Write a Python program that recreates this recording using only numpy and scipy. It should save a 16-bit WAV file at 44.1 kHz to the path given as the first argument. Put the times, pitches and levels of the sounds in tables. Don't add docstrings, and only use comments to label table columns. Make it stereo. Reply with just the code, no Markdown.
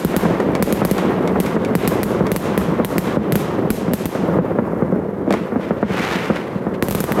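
import sys
import numpy as np
from scipy import signal
from scipy.fft import rfft, irfft
from scipy.io import wavfile
from scipy.ndimage import uniform_filter1d, minimum_filter1d

SR = 44100
rng = np.random.default_rng(int(sys.argv[2]) if len(sys.argv) > 2 else 0)


def unload_audio(sound):
    columns = np.transpose(np.atleast_2d(sound))
    steps = np.round(np.clip(columns, -1, 1) * 32767)
    wavfile.write(sys.argv[1], SR, steps.astype(np.int16))


N = 317507
TIME = np.arange(N) / SR
THUMP_HZ = 194.4
LEAD_SAMPLES = 1500


def amp(db):
    return 10 ** (np.asarray(db) / 20)


def unit(x):
    return x / np.sqrt(np.mean(x ** 2) + 1e-20)


def read(points, hz):
    f, value = np.transpose(points)
    return np.interp(np.log(hz + 1), np.log(f + 1), value)


def add(mix, start_s, sound):
    at = round(start_s * SR)
    sound = sound[..., max(-at, 0):]
    part = mix[:, max(at, 0):][:, :sound.shape[-1]]
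    part += sound[..., :part.shape[1]]


def convolve(x, response):
    return signal.fftconvolve(np.atleast_2d(x), np.atleast_2d(response), axes=1)[:, :N]


def pulse(spectrum, size=16384):
    log_gain = np.log(amp(read(spectrum, abs(np.fft.fftfreq(size, 1 / SR)))))
    wave = np.fft.ifft(np.exp(np.conj(signal.hilbert(log_gain)))).real[:size // 2]
    return wave / abs(wave).max()


def diffuse(pair, spectrum):
    # (frequency [Hz], left-right correlation [0..1])
    coherence = [(25, 0), (65, 0.16), (130, 0.96), (300, 0.95), (640, 0.79), (1400, 0.37), (3000, 0),
                 (7000, 0)]
    size = pair.shape[1]
    hz = np.fft.rfftfreq(2 * size, 1 / SR)
    a, b = rfft(pair, 2 * size)
    turn = np.arcsin(np.clip(read(coherence, hz), 0, 1)) / 2
    ports = np.array([a * np.cos(turn) + b * np.sin(turn), b * np.cos(turn) + a * np.sin(turn)])
    return convolve(irfft(ports)[:, :size], pulse(spectrum))[:, :size]


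def patter(per_s, spread_db, size=N):
    strength = amp(spread_db * np.minimum(rng.exponential(1, (2, size)), 4))
    return strength * rng.choice([-1, 1], (2, size)) * (rng.random((2, size)) < per_s / SR)


def lag(wave, hz, q):
    poles = signal.iirnotch(hz, q, fs=SR)[1]
    return signal.lfilter(poles[::-1], poles, wave)


def lowpass(x, hz, order=4):
    return signal.sosfilt(signal.butter(order, hz, fs=SR, output="sos"), x)


def thump(hz, deep_hz=88, front_hz=800):
    # (frequency [Hz], level [dB])
    spectrum = [(20, -38), (50, -15.5), (85, -11.5), (125, -6), (190, 8), (255, -3.5), (330, -2),
                (520, -2.5), (700, -13.5), (1100, -12), (2000, -19.5), (3000, -38.5), (6000, -50),
                (16000, -62)]
    # (frequency [Hz], Q)
    delayed_bands = [(168, 0.76), (67.5, 2.17)]
    scale = hz / THUMP_HZ
    wave = np.pad(pulse([(f * scale, db) for f, db in spectrum]), (LEAD_SAMPLES, 0))
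    for lag_hz, q in delayed_bands:
        wave = lag(wave, lag_hz * scale, q)
    deep, dull = (lowpass(wave, edge_hz, order=2) for edge_hz in (deep_hz, front_hz))
    body, front = dull - deep, wave - dull
    return [part / abs(part).max() for part in (deep, body, front)]


def rumble(deep, start_s, ground_db=-36, ground_s=0.028):
    # (time [s], level [dB])
    depth = [(0, -10), (2.85, -7), (3.5, -41), (6.6, -24), (7.05, -6)]
    t = TIME[:SR // 8]
    paths = rng.standard_normal((2, len(t))) * amp(ground_db) * np.exp(-t / ground_s)
    paths[:, 0] += 0.5
    return amp(np.interp(start_s, *np.transpose(depth))) * convolve(paths, deep)


def crack(decay_s=0.00059, rattle_s=0.0053, rattle_width_s=0.00025, rattle_db=-9,
          tail_s=0.0075, tail_db=-12):
    # (frequency [Hz], level [dB])
    spectrum = [(60, 10), (300, 9.5), (2000, -6), (6000, -15), (10000, -10.5), (12800, -5), (16000, -15.5)]
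    t = TIME[:SR]
    rattle = amp(rattle_db) * np.exp(-abs(t - rattle_s) / rattle_width_s)
    envelope = np.exp(-t / decay_s) + rattle + amp(tail_db) * np.exp(-t / tail_s)
    return convolve(rng.standard_normal((2, SR)) * envelope, pulse(spectrum))


def branch_hiss():
    # (frequency [Hz], level [dB])
    spectrum = [(500, -6), (2000, -0.5), (4000, -0.5), (7000, 1.5), (10000, 3), (12800, 11.5), (16000, -6)]
    # (frequency [Hz], T60 [s])
    t60 = [(1000, 6.6), (4000, 1.1), (8000, 0.54), (13000, 0.25)]
    hz, age_s, bins = signal.stft(patter(per_s=4100, spread_db=2, size=SR), SR, nperseg=256)
    gain_db = read(spectrum, hz)[:, None] - 60 * age_s / read(t60, hz)[:, None]
    hiss = signal.istft(bins * amp(gain_db), SR, nperseg=256)[1]
    return hiss / hiss[:, :SR // 20].std()


def house_echo(rise_s=0.029, decay_s=0.15):
    # (frequency [Hz], level [dB])
    spectrum = [(25, -6), (50, -2), (80, -16), (130, 14), (300, -3.5), (1000, -6.5), (2200, -3),
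                (4000, -11), (8000, -73), (16000, -40)]
    t = TIME[:SR]
    reflections = unit(diffuse(patter(per_s=1300, spread_db=2.5, size=SR), spectrum))
    return reflections * (1 - np.exp(-t / rise_s)) * np.exp(-t / decay_s)


def shells(pitch_spread=0.094, front_db=-3.5, hiss_db=-31, echo_db=-29.5):
    # (time [s], blast [dB], shock [dB], crack [dB])
    bursts = [(-0.06, -11, -6, 2), (0.0486, 3.5, -20, -4.5), (0.1645, 2, 0, 2), (0.6252, 3, -1, 4),
              (0.7255, 2.5, -5.5, -1.5), (0.8504, 2.5, -10, 0.5), (0.9123, 5, -2, 0),
              (1.4014, 2.5, -1, -0.5), (1.7524, 6.5, 7, 1), (1.8762, -2, 3, 1), (2.0322, 0.5, 4.5, -0.5),
              (2.3176, 4.5, 6, -1), (2.3624, 0, 1, 4.5), (2.5771, 1, 0, -6.5), (2.8477, -1.5, 4.5, 0),
              (2.9817, 2.5, 9, 1), (3.3228, 1.5, 3, -3.5), (3.3554, 0.5, -21, -1), (3.704, -1.5, -6, 1),
              (3.9353, 1, -13, 2), (4.0562, -2, -18, 2.5), (6.825, -4.5, 1.5, -9), (6.8846, 3.5, -2, 1),
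              (6.899, -5, -8, -6), (6.9099, -6, -19, 4.5), (6.9243, -7, -19, -2), (6.9496, 0.5, -12, -1),
              (7.004, 0.5, 1, 4.5), (7.0406, -1.5, 1, -0.5), (7.121, 1, 11, -1)]
    # (frequency [Hz], level [dB])
    shock_spectrum = [(200, 3.5), (800, -1.5), (1900, 9), (3000, -4.5), (6000, -17), (12000, -9),
                      (16000, -61)]
    crack_sides_db, hiss_sides_db = np.array([[-7], [-1]]), np.array([[-1.5], [1.5]])
    shock = pulse(shock_spectrum)
    out = np.zeros((2, N))
    for s, blast_db, shock_db, crack_db in bursts:
        deep, body, front = thump(THUMP_HZ * np.exp(pitch_spread * rng.uniform(-1.33, 1)))
        add(out, s - LEAD_SAMPLES / SR, amp(blast_db) * (body + amp(front_db) * front))
        add(out, s - LEAD_SAMPLES / SR, amp(blast_db) * rumble(deep, s))
        add(out, s, amp(shock_db - 3) * shock)
        add(out, s, amp(crack_db + crack_sides_db) * crack())
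        add(out, s, amp(0.5 * crack_db + hiss_db + hiss_sides_db) * branch_hiss())
        add(out, s, amp(1.34 * blast_db + echo_db) * house_echo())
    return out


def clumps(rms_db):
    t = TIME[::128]
    waves = sum(np.sin(2 * np.pi * (hz * t + rng.random())) for hz in np.geomspace(5, 30, 24))
    return amp(rms_db * np.interp(TIME, t, unit(waves)))


def roll(far_trim_db=1.78, upper_trim_db=2, air_hz=4000):
    # (time [s], far level [dB], brighter layer level [dB])
    swells = [(0.0, -25, -37.5), (0.24, -20, -27), (0.58, -20, -33.5), (0.849, -21.5, -31),
              (1.051, -18.5, -27.5), (1.36, -18, -31), (1.48, -21.5, -30), (1.68, -18.5, -32),
              (1.9, -20, -29), (2.18, -18.5, -29), (2.4, -20, -29.5), (2.75, -21.5, -31), (3.1, -20.5, -29),
              (3.21, -20.5, -29.5), (3.301, -20, -35.5), (3.5, -22.5, -31.5), (3.66, -18, -32),
              (3.749, -23.5, -41), (3.89, -22.5, -34), (4.02, -23.5, -37.5), (4.31, -19.5, -29),
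              (4.44, -21, -34), (4.78, -22.5, -34), (5.02, -23, -38), (5.16, -26, -39), (5.29, -20, -37.5),
              (5.5, -26.5, -35.5), (5.8, -24, -37.5), (6.8, -25.5, -37), (7.2, -16.5, -20.5)]
    # (frequency [Hz], level [dB])
    dull = [(25, -85), (45, -32), (70, -12), (110, -9), (150, -7.5), (184, 1.5), (245, -4.5), (380, -3),
            (540, -6.5), (720, -15.5), (1200, -29), (3000, -68), (16000, -29)]
    # (frequency [Hz], level [dB])
    bright = [(300, -7.5), (700, 6), (1050, 8.5), (1500, 2), (2100, -4), (3000, -32.5), (5000, -28),
              (9000, -29), (13000, -25.5), (16000, -29)]
    s, far_db, upper_db = np.transpose(swells)
    lumps = clumps(rms_db=1)
    far = unit(diffuse(lumps ** 0.4 * patter(per_s=600, spread_db=3), dull))
    upper = unit(diffuse(lumps ** 1.36 * patter(per_s=4500, spread_db=3), bright))
    far = lowpass(far, air_hz) * amp(np.interp(TIME, s, far_db) + far_trim_db)
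    return far + upper * amp(np.interp(TIME, s, upper_db) + upper_trim_db)


def stars(crisp_db=-6, fade_ratio=1.64, stray_db=-35, stray_db_per_s=-2.5):
    # (peak time [s], level [dB], swell [s])
    clouds = [(3.09, -32.5, 0.035), (5.362, -31, 0.045), (5.645, -33.5, 0.041), (6.045, -22, 0.12),
              (6.365, -27.5, 0.011), (6.746, -32, 0.007)]
    # (frequency [Hz], level [dB])
    pop_spectrum = [(300, 2), (900, 6.5), (2100, 5), (3000, -1), (5000, -13.5), (8000, -20), (12500, -24),
                    (16000, -28)]
    # (frequency [Hz], level [dB])
    crisp_spectrum = [(500, -4), (2000, 13), (3500, 6), (6500, -1.5), (9000, -14), (13000, -10),
                      (16000, -25)]
    pops = unit(diffuse(patter(per_s=3000, spread_db=2.5), pop_spectrum))
    crisp = unit(diffuse(patter(per_s=450, spread_db=4) * clumps(rms_db=2), crisp_spectrum))
    power = np.zeros(N)
    for s, db, swell_s in clouds:
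        age = (TIME - s) / swell_s
        fade = 1 / np.cosh(np.clip(age / fade_ratio, 0, 20)) ** 2
        power += amp(db) ** 2 * np.where(age < 0, np.exp(-age ** 2), fade)
    stray_power = amp(stray_db + stray_db_per_s * TIME) ** 2
    crisp_gain = amp(crisp_db) * np.sqrt(power.max()) * (power / power.max()) ** 0.95
    return (pops * np.sqrt(power + stray_power) + crisp * crisp_gain) * clumps(rms_db=1)


def booms(blast_trim_db=-1, front_db=-5, air_hz=1700, scatter_s=0.015, scatter_db=-35,
          knock_db=-9, knock_s=0.0039):
    # (time [s], blast [dB], hard front [dB], pitch [Hz])
    bursts = [(0.141, -12, -8, 218), (0.253, -9, -6.5, 174), (0.3068, -5, -34, 160),
              (0.4012, -12, -5.5, 224), (0.488, -5, -22, 167), (0.551, -10, -10.5, 208),
              (0.6, -7, -31, 208), (0.818, 1, 1, 204), (1.3583, -8, -6.5, 251), (1.5644, -0.5, -2.5, 209),
              (1.7091, -9, -20, 242), (1.8481, -11, -12, 220), (2.2076, 3, -8, 188),
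              (2.521, -16.5, -12, 204), (2.6799, -7, -25, 185), (2.7994, -4, -9.5, 238),
              (2.961, -9.5, -16, 240), (3.1699, 7, -28, 209), (3.6502, -11, -29, 217),
              (3.88, -7.5, -18, 191), (3.912, -9, -25, 251), (4.151, -14, -9, 202),
              (4.3677, -7.5, -17, 170), (4.3867, 2.5, -2, 190), (4.508, -11.5, -21, 233),
              (4.587, 2.5, 0, 237), (4.8223, -1.5, -9.5, 198), (4.924, -6, -19, 192), (4.96, -12, -33, 249),
              (5.277, -8, -22, 256), (5.306, -7.5, -6, 212), (5.3371, -17, -4, 217),
              (5.5213, -12, -16, 234), (5.559, -5.5, -13, 255), (5.708, -0.5, -5.5, 219),
              (5.828, 5, 2.5, 223), (5.9023, -7, -20, 196), (6.156, -11.5, -31, 203),
              (6.2997, -6.5, -5, 213), (6.5548, -10, -38, 202), (6.6673, -8.5, -10, 205),
              (7.1866, -5.5, -12, 208)]
    # (frequency [Hz], level [dB])
    knock_spectrum = [(120, -23), (300, -25), (500, 8.5), (800, -5), (1300, -8), (2000, -15), (3200, -35),
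                      (8000, -57)]
    out, t = np.zeros((2, N)), TIME[:SR // 10]
    for s, blast_db, hard_db, hz in bursts:
        deep, body, front = thump(hz, front_hz=610)
        paths = diffuse(rng.standard_normal((2, len(t))), [(100, 3.0), (3000, -2.5)])
        paths *= amp(scatter_db) * np.exp(-t / scatter_s)
        paths[:, 0] += 1
        gain = amp(blast_db + blast_trim_db)
        wave = gain * body + amp(hard_db + front_db) * lowpass(front, air_hz)
        add(out, s - LEAD_SAMPLES / SR, gain * rumble(deep, s))
        add(out, s - LEAD_SAMPLES / SR, convolve(paths, wave))
        knock = unit(diffuse(rng.standard_normal((2, len(t))), knock_spectrum))
        add(out, s, amp(hard_db + knock_db) * knock * t / knock_s * np.exp(1 - t / knock_s))
    return out


def snaps(spike_db=3, bounce_s=0.00099, bounce_db=-2, burst_db=-11, burst_s=0.005,
          tail_db=-12, tail_s=0.035, ring_hz=2230, ring_db=-14, ring_s=0.013):
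    # (time [s], level [dB])
    reports = [(0.402, -17.5), (0.552, -12), (0.9816, -12.5), (1.276, -15), (1.463, -16), (1.649, -16),
               (1.8497, -24), (2.2678, -17), (5.3068, -16), (5.3256, -12), (5.3393, -18), (6.358, -29)]
    # (frequency [Hz], level [dB])
    spectrum = [(200, -4), (700, 17), (2000, 9.5), (3500, 5), (7000, -1.5), (13000, -10.5), (16000, -20)]
    out, t = np.zeros((2, N)), TIME[:SR // 4]
    spike = amp(spike_db) * lag(pulse(spectrum), hz=1020, q=1.0)
    envelope = np.exp(-t / burst_s) + amp(tail_db) * np.exp(-t / tail_s)
    for s, db in reports:
        noise = unit(diffuse(rng.standard_normal((2, len(t))), spectrum))
        resonator = signal.iirpeak(ring_hz * rng.uniform(0.96, 1.04), Q=18, fs=SR)
        ring = unit(signal.lfilter(*resonator, noise))
        add(out, s, amp(db) * spike)
        add(out, s + bounce_s, -amp(db + bounce_db) * spike)
        add(out, s, amp(db + burst_db) * noise * envelope)
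        add(out, s, amp(db + ring_db) * ring * np.exp(-t / ring_s))
    return out


def scene():
    distant = lowpass(roll() + stars(), hz=15000)
    return shells() + booms() + snaps() + distant


def record(dry, threshold_db=-4.0, crack_sense=0.56, recover_db_per_s=130, low_hz=37, high_hz=16100):
    smoothed = uniform_filter1d(dry.mean(0), size=15)
    level = np.maximum(abs(smoothed), crack_sense * abs(dry).max(0))
    over_db = np.maximum(20 * np.log10(level + 1e-9) - threshold_db, 0)
    recovery_db = TIME * recover_db_per_s
    held_db = np.maximum.accumulate(over_db + recovery_db) - recovery_db
    gain_db = uniform_filter1d(minimum_filter1d(-held_db, size=257), size=257)
    limited = np.clip(dry * amp(gain_db), -0.93, 0.93)
    bass_cut = signal.butter(6, low_hz, "high", fs=SR, output="sos")
    treble_cut = signal.firwin(201, high_hz, window=("kaiser", 8), fs=SR)
    return signal.oaconvolve(signal.sosfilt(bass_cut, limited), treble_cut[None], "same")


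dry = scene()
out = record(dry)
unload_audio(out)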